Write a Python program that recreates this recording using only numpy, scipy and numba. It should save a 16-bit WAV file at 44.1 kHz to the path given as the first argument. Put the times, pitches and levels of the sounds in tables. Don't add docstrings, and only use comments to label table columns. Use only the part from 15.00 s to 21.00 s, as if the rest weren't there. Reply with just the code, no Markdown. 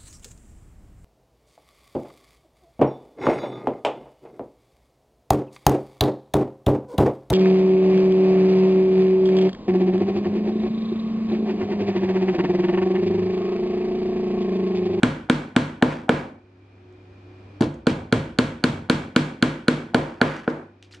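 import sys
import numpy as np
from scipy import signal
from scipy.fft import rfft, irfft
from scipy.io import wavfile
from scipy.ndimage import uniform_filter1d
from numba import njit

SR = 44100
rng = np.random.default_rng(int(sys.argv[2]) if len(sys.argv) > 2 else 0)


def waveform_to_disk(signal):
    frames = np.transpose(np.atleast_2d(signal))
    scaled = np.clip(frames, -1, 1) * 32767
    samples = np.round(scaled).astype(np.int16)
    wavfile.write(sys.argv[1], SR, samples)


N = 264600
T = np.arange(int(.7 * SR)) / SR
F = np.fft.rfftfreq(N, 1 / SR)

# [t/s, strength level/dB, sharpness of the crack/dB, boom near 100 Hz/dB, thump near 320 Hz/dB, body near 450 Hz/dB,
# wood near 750 Hz/dB, knock near 1.4 kHz/dB, tick near 4.5 kHz/dB, rattle level/dB, swell of the rattle/s]
BLOWS = [(-0.233, 1, 0, 10, 6, 7, 2, 0, 1, -40, .03),
         (0.0312, 4, 1.5, 5, -2, -1, 1.5, 1.5, -5.5, -46.5, 0.027),
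         (0.2969, 3.5, 2, -4.5, 1.5, -1.5, 2.5, 1.5, -4.5, -31, .03),
         (0.5622, 3.5, 1.5, 2.5, 0, -1, 2.5, 1.5, -4.5, -33, .03),
         (0.8232, 5.5, 3.5, -1.5, 4, 2.5, 7, -2, -9.5, 1.5, 0.061),
         (1.0913, 2.5, 3, 3.5, 3, 6, 8.5, 3, -8, 0, 0.051),
         (2.6068, -8.5, -6, 19, 12, 0, 6.5, -8.5, -10, -17.5, 0.003),
         (2.6207, -7, 7.5, 1, 12, 1.5, 1.5, -6.5, -7.5, -8, 0.014),
         (2.8678, 1, -1, 15, 7, 3, 6, -1, -4, 2.5, 0.024),
         (3.124, 3, 0.5, 13, -4, 3.5, 1.5, 0.5, -3, -24, .03),
         (3.386, 2.5, 2, 6.5, -1.5, 3, -0.5, 1.5, -2, -29, .03),
         (3.6384, 3, 1.5, 13, 1, -1.5, 4, 0.5, -2, -49, 0.036),
         (3.897, 3.5, 1.5, 8, 2.5, -0.5, 3.5, 2, -1.5, -36, .03),
         (4.161, 4, 1.5, 0, 4.5, -1, 2, 1.5, -1.5, -54.5, .03),
         (4.4242, 3.5, 2.5, -2, 4, 0, -0.5, 2, -3, -57, 0.033),
         (4.681, 3, 2, -1, 5.5, 2.5, 0, 2, -3, -41.5, .03),
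         (4.9444, 2.5, 4.5, 2, 5.5, 4, 9.5, 1, -5, -9.5, 0.087),
         (5.2134, 3, 6, -2.5, 0, 4.5, 6.5, 4.5, -8, 1.5, 0.072),
         (5.4758, -7.5, 5.5, -10, 8.5, 7.5, 7.5, 3.5, -27.5, -14, 0.017)]
# [f/Hz, level/dB, t60/s, left minus right/dB, change with the first peg/dB]
BLOCK = [(455, -2.5, 0.012, 1, -0.5), (574, -9, .01, -1.5, 7.5), (741, -1, 0.013, 1, 3),
         (1145, 2.5, 0.0095, 3.5, 1), (1453, 4, 0.021, -4, -1), (1728, 2.5, 0.015, 1.5, 2.5),
         (1858, -5, 0.014, -1, 1), (2294, -13, 0.028, -5.5, 3.5), (2938, -6, 0.014, -3.5, 3),
         (3316, -1.5, 0.01, -2, 1), (3787, -8.5, 0.013, -5, 4), (4140, -3.5, 0.012, -5.5, -4.5),
         (4373, 5.5, 0.0078, 1, -8), (5716, -16, 0.0099, -9.5, 0.5), (6230, -16.5, 0.01, 8.5, 2),
         (6920, -7.5, 0.0055, 11.5, -2.5), (7920, -16, 0.01, 12, 6), (10420, -13, 0.015, -11.5, -8.5),
         (10020, -20.5, 0.01, -14.5, -2.5), (13730, -15.5, .01, -12, -8.5)]
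# [f/Hz, level/dB, t60/s before the damping by a seated peg, left minus right/dB]
BENCH = [(96.3, -38.5, 0.66, 11), (126, -35.5, 0.24, 9), (147, -1.5, 0.061, -2), (195, -19.5, 0.24, 13),
         (212.6, -10, 0.15, 3), (229.4, -28, 0.5, -22), (246, -4.5, 0.12, -8.5), (250.6, -0.5, 0.18, 7),
         (279, -16.5, 0.22, -13), (313, -7.5, 0.19, 0.5), (338.7, -22, 0.44, -3), (413, -11.5, 0.089, -1.5),
         (454.4, -0.5, 0.098, -1.5), (516, -27.5, 0.44, -9.5), (540.4, -16.5, 0.3, 1),
         (666.7, -20.5, 0.25, -6), (786, -37.5, 0.39, -4), (913, -32.5, 0.4, -16), (1027, -44, 0.61, -6.5),
         (1500, -38.5, 0.47, 1)]
# [f/Hz, level/dB, t60/s, left minus right/dB]
LEGS = [(49.3, -10.5, 0.29, 3), (150.5, 0, 0.24, 2), (238.4, -18, 0.42, 3.5)]
# [f/Hz, level/dB, t60/s, likeness of left and right/0-1]
SHOP = [(63.5, -48, 0.78, 0.5), (130, -23.5, 0.3, 0.97), (240, -26.5, 0.49, 0.89), (436, -23.5, 0.32, 1),
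        (736, -31, 0.38, 0.07), (1120, -20, 0.077, 0.6), (1333, -26, 0.33, 0.36), (2285, -31.5, 0.32, 0.68),
        (3120, -29.5, 0.29, 0.94), (4100, -43, 0.064, 0.95), (6340, -34.5, 0.28, 0.16),
        (8860, -45.5, 0.15, 0.3), (13000, -61.5, .15, .1)]
# [f/Hz, level/dB, t60/s, width/Hz]
FITTINGS = [(963, -37, 0.33, 40), (1020, -35, 0.33, 130), (1496, -38, 0.39, 46), (1645, -37, 0.32, 19),
            (1920, -49, 0.2, 40), (2284, -36, 0.39, 87), (2590, -53, 0.14, 60), (2670, -57, .3, 40),
            (3274, -38.5, 0.33, 33), (4360, -37.5, .27, 110)]
# [t/s, level/dB, decay time/s, f/Hz]
PEGS = [(1.925, -48, 0.0022, 6500), (2.741, -27, 0.0037, 7000), (5.366, -15, 0.0013, 5950),
        (5.388, -31, .002, 5000), (5.434, -34, .002, 5500), (5.494, -18, 0.0054, 5500),
        (5.826, -12.5, 0.0015, 2890), (5.835, -28.5, 0.0023, 5400), (5.846, -26.5, 0.002, 3520),
        (5.852, -35, .003, 4000), (5.91, -26.5, 0.011, 2500), (5.915, -31.5, 0.0049, 5370),
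        (5.922, -23.5, 0.011, 4060), (5.928, -21, 0.005, 4070), (5.936, -20, 0.02, 1670),
        (5.939, -32.5, 0.0033, 5700), (5.946, -18, 0.0028, 3100), (5.947, -25, 0.0027, 5530),
        (5.953, -36, 0.0036, 4500), (5.967, -36, 0.0057, 3500)]
# [f/Hz, flutter width/Hz, level/dB, steady share of the power/0-1]
HUM = [(98.5, 3.2, -37, 1), (272, 150, -50.5, 1), (300, 12, -51, 0), (348, 16, -62, 0.7),
       (363, 8.3, -45.5, 0.45), (740, 14, -61, 0), (2410, 220, -57, 0.2)]
# [f/Hz, relative level per Hz/dB]
AIR = [(15, -40), (30, -5), (52, 7), (80, 9.5), (130, 0.5), (250, 3.5), (400, 0), (700, -7), (1500, -13.5),
       (2100, -16), (3500, -22.5), (5000, -27.5), (8000, -43), (12000, -51.5), (22000, -84.5)]

CRACK_DB, GRIT_DB, THUD_DB, SHOP_DB = 11, -3.5, 14, 23.5
SECOND_PEG_S = 2.
EDGE_DB = [0.5, -1]
BLOCK_SPREAD, BENCH_SPREAD = (1.5, .006), (1.2, .002)
BLOCK_RISE_S, BLOCK_RISE_SLOPE = 0.0016, 0.21
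KNOCK_BAND_HZ, KNOCK_SLOWING = (950, 2100), 1.736
EARLY_COPY_S, EARLY_COPY_DB, EARLY_COPY_HZ = 0.0095, -20, 750.
BLOCK_ECHO_S, BLOCK_ECHO_DB = 0.001558, -30
BENCH_LAG_S = 0.002087
BENCH_RISE_S, BENCH_RISE_SLOPE = 0.0019, 3.1
SOFT_SLOWING = 0.54
SEATED_DAMPING = 0.11
LEGS_RISE_S = 0.035
SHOP_RISE_S, SHOP_FRESH = 0.0078, 0.46
RATTLE_PER_S, RATTLE_LAG_S = 2500, 0.0029
RATTLE_HZ, RATTLE_REF_S = 4030, 0.0076
RATTLE_SAG = 0.47
RATTLE_PEAKING = 2.47
RATTLE_FLOOR_DB = -45
BUZZ_DB = -11
PEG_CLICKS_PER_S, PEG_SCRAPE = 2000, .35
PEG_RISE_S, PEG_TAIL_S, PEG_TAIL_DB = 0.00024, 0.03, -16
PEG_Q, PEG_SNAP_DB = 3.7, -17.5
AIR_DB = -42
MONO_HZ = 350.
MIC_DROOP_HZ, TOP_HZ, OVERLOAD = 9950, 16200, .8


def hammer():
    out = np.zeros((2, N))
    usual, other, third = [np.concatenate([shop_bands(), fitting_bands()]) for _ in range(3)]
    for s, db, sharp_db, boom, thump, body, wood, knock, tick, _, _ in BLOWS:
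        first_peg = s < SECOND_PEG_S
        edge_db = EDGE_DB[int(s > SECOND_PEG_S)]
        tone = (boom, thump, body, wood, knock, tick, edge_db)
        crack = undb(db) * block_crack(sharp_db, first_peg, tone)
        early_copy = signal.lfilter(*signal.butter(2, EARLY_COPY_HZ, fs=SR), crack)
        add(out, s - EARLY_COPY_S, undb(EARLY_COPY_DB) * early_copy)
        add(out, s, crack)
        add(out, s + BLOCK_ECHO_S, undb(BLOCK_ECHO_DB) * crack)
        add(out, s + BENCH_LAG_S, undb(db + THUD_DB) * bench_thud(tone))
        turn = 2 * np.pi * rng.random()
        fresh = np.cos(turn) * other + np.sin(turn) * third
        shop = np.sqrt(1 - SHOP_FRESH) * usual + np.sqrt(SHOP_FRESH) * fresh
        band_gain = undb(db + SHOP_DB + colour_db(SHOP + FITTINGS, *tone))
        add(out, s, np.tensordot(band_gain, shop, 1))
    return out


def block_crack(sharp_db, first_peg, tone):
    peg_db = np.array(BLOCK)[:, 4] * first_peg
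    modes = shifted(BLOCK, peg_db + colour_db(BLOCK, *tone))
    crack = undb(sharp_db + CRACK_DB) * ring(modes, .07, block_rise_s, *BLOCK_SPREAD, steepness=2.8)
    *_, tick_db, edge_db = tone
    envelope = np.exp(-T / 0.0045) * (1 - np.exp(-(T / 0.0012) ** 2))
    return crack + undb(GRIT_DB + edge_db + 1.3 * tick_db) * grit() * envelope


def block_rise_s(hz):
    knock = (hz > KNOCK_BAND_HZ[0]) & (hz < KNOCK_BAND_HZ[1])
    return BLOCK_RISE_S * (3000 / hz) ** BLOCK_RISE_SLOPE * np.where(knock, KNOCK_SLOWING, 1)


def grit():
    return bandpass(5000, 11000, rng.standard_normal((2, len(T))))


def bench_thud(tone):
    _, _, _, wood_db, knock_db, _, _ = tone
    modes = shifted(BENCH, colour_db(BENCH, *tone))
    modes[:, 2] *= undb(-SEATED_DAMPING * wood_db)
    base_s = BENCH_RISE_S * undb(-SOFT_SLOWING * knock_db)

    def bench_rise_s(hz):
        return base_s * np.maximum(250 / hz, 1) ** BENCH_RISE_SLOPE

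    top = ring(modes, 0.7, bench_rise_s, *BENCH_SPREAD)
    return top - ring(LEGS, 0.25, lambda hz: LEGS_RISE_S, *BENCH_SPREAD)


def ring(modes, contact_ms, rise_s, scatter_db, detune, steepness=2.03):
    hz, db, t60, pan_db = np.array(modes).T[:, :, None]
    luck = rng.standard_normal((2, len(modes), 1))
    size = undb(db + scatter_db * luck[0])
    free = -size * np.sin(2 * np.pi * hz * (1 + detune * luck[1]) * T)
    free *= 1000. ** (-T / t60)
    free *= 1 - np.exp(-(T / rise_s(hz)) ** steepness)
    n = int(contact_ms * SR / 1000)
    push = np.sin(np.pi * (np.arange(n) + .5) / n)
    pair = undb(np.array([pan_db[:, 0], -pan_db[:, 0]]) / 2) @ free
    return signal.lfilter(push / push.sum(), 1, pair)


def colour_db(table, boom_db, thump_db, body_db, wood_db, knock_db, tick_db, edge_db):
    hz = [50, 110, 150, 240, 320, 450, 750, 1200, 1600, 4500, 7500]
    db = [boom_db, boom_db, boom_db / 3, 0, thump_db, body_db, wood_db,
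          knock_db, knock_db, tick_db, 1.25 * tick_db + edge_db]
    return np.interp(np.log(np.array(table)[:, 0]), np.log(hz), db)


def shifted(table, shift_db):
    modes = np.array(table, float)[:, :4]
    modes[:, 1] += shift_db
    return modes


def shop_bands():
    bands = []
    for hz, db, t60, likeness in SHOP:
        noise = rng.standard_normal((3, len(T)))
        same, left, right = bandpass(hz / 1.35, hz * 1.35, noise)
        pair = np.sqrt(likeness) * same + np.sqrt(1 - likeness) * np.array([left, right])
        bands.append(fade(pair, db, t60))
    return np.array(bands)


def fitting_bands():
    bands = []
    for hz, db, t60, width_hz in FITTINGS:
        noise = rng.standard_normal((3, len(T)))
        same, left, right = signal.lfilter(*signal.iirpeak(hz, hz / width_hz, fs=SR), noise)
        bands.append(fade(same + 2.0 * np.array([left, right]), db, t60))
    return np.array(bands)


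def fade(pair, db, t60):
    return pair / pair.std() * undb(db) * (1 - np.exp(-T / SHOP_RISE_S)) * 1000. ** (-T / t60)


def rattle():
    out = np.zeros((2, N))
    top_db = max(row[1] for row in FITTINGS)
    for s, *_, db, swell in BLOWS:
        if db < RATTLE_FLOOR_DB:
            continue
        u = T / swell
        centre_hz = RATTLE_HZ * (RATTLE_REF_S / swell) ** RATTLE_SAG
        b, a = signal.iirpeak(centre_hz, 1.1, fs=SR)
        luck = rng.random((3, len(T)))
        hits = luck[0] < RATTLE_PER_S / SR
        clicks = hits * rng.standard_normal(len(T)) * np.sqrt(SR / RATTLE_PER_S)
        envelope = (u * np.exp(1 - u)) ** RATTLE_PEAKING
        jumps = undb(db) * envelope * clicks * np.sqrt(2 * luck[1:])
        buzz = 0
        for hz, fitting_db, _, width_hz in FITTINGS:
            peak = signal.iirpeak(hz, hz / width_hz, fs=SR)
            buzz = buzz + undb(fitting_db - top_db) * signal.lfilter(*peak, jumps)
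        wood = signal.lfilter(b, a, signal.lfilter(b, a, jumps))
        add(out, s + RATTLE_LAG_S, wood + undb(BUZZ_DB) * buzz)
    return out


def pegs():
    out, t = np.zeros((2, N)), T[:SR // 10]
    for s, db, length, hz in PEGS:
        hits = rng.random(len(t)) < PEG_CLICKS_PER_S / SR
        clicks = hits * np.sqrt(SR / PEG_CLICKS_PER_S) + PEG_SCRAPE
        envelope = clicks * np.exp(-t / length) + undb(PEG_TAIL_DB) * np.exp(-t / PEG_TAIL_S)
        burst = rng.standard_normal(len(t)) * (1 - np.exp(-t / PEG_RISE_S)) * envelope
        note = signal.lfilter(*signal.iirpeak(hz, PEG_Q, fs=SR), burst)
        add(out, s, undb(db) * (note + undb(PEG_SNAP_DB) * burst))
    return bandpass(900., 7500., out)


def machines():
    return motor() + air()


def motor():
    out = 0
    for hz, width_hz, db, steady in HUM:
        a, b = uniform_filter1d(rng.standard_normal((2, N)), int(SR / width_hz))
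        flutter = (a + 1j * b) / a.std()
        size = np.sqrt(2 * steady) + np.sqrt(1 - steady) * flutter
        turns = hz * np.arange(N) / SR + rng.random()
        out = out + undb(db) * (size * np.exp(2j * np.pi * turns)).real
    return out


def air():
    mid, side = irfft(rfft(rng.standard_normal((2, N))) * undb(on_log_hz(AIR)), N)
    side = signal.sosfilt(signal.butter(3, 450, "high", fs=SR, output="sos"), side)
    return undb(AIR_DB) / mid.std() * (mid + 0.83 * side * np.array([[1], [-1]]))


def scene():
    return hammer() + rattle() + pegs() + machines()


def undb(db):
    return 10 ** (np.asarray(db) / 20)


def on_log_hz(table):
    hz, value = np.transpose(table)
    return np.interp(np.log(F + 1), np.log(hz), value)


def bandpass(low_hz, high_hz, x):
    return signal.sosfilt(signal.butter(2, [low_hz, high_hz], "band", fs=SR, output="sos"), x)


def add(out, s, x):
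    i = int(s * SR)
    x = x[..., max(-i, 0):N - i]
    start = max(i, 0)
    out[..., start:start + x.shape[-1]] += x


@njit
def duck(level_db, limit_db, share, depth_db, attack_s, release_s, start_db):
    gain, g = np.empty(len(level_db)), start_db
    for i in range(len(level_db)):
        aim = max(depth_db, min(0., share * (limit_db - level_db[i])))
        g += (aim - g) / (SR * (attack_s if aim < g else release_s))
        gain[i] = g
    return gain


def loudness_db(x, window_s):
    n = int(window_s * SR)
    return 10 * np.log10(signal.lfilter(np.ones(n) / n, 1, np.mean(x ** 2, 0)).clip(1e-12))


def record(dry):
    side_filter = signal.butter(3, MONO_HZ, "high", fs=SR, output="sos")
    side = signal.sosfiltfilt(side_filter, dry[0] - dry[1]) / 2
    pair = dry.mean(0) + side * np.array([[1], [-1]])
    pair = signal.sosfilt(signal.butter(2, 85., "high", fs=SR, output="sos"), pair)
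    pair = signal.sosfilt(signal.butter(3, MIC_DROOP_HZ, fs=SR, output="sos"), pair)
    rider_db = duck(loudness_db(pair, 0.0034), -40.0, 0.79, -18.0, 0.07, 1.0, -17.0)
    ridden = pair * undb(rider_db)
    press_db = duck(loudness_db(ridden, 0.0063), -37.5, 0.39, -20.0, 0.0036, 0.011, 0.)
    pressed = ridden * undb(press_db)
    soft = np.tanh(OVERLOAD * pressed) / OVERLOAD
    return signal.sosfilt(signal.ellip(10, .2, 90, TOP_HZ, fs=SR, output="sos"), soft)


dry = scene()
out = record(dry)
waveform_to_disk(out)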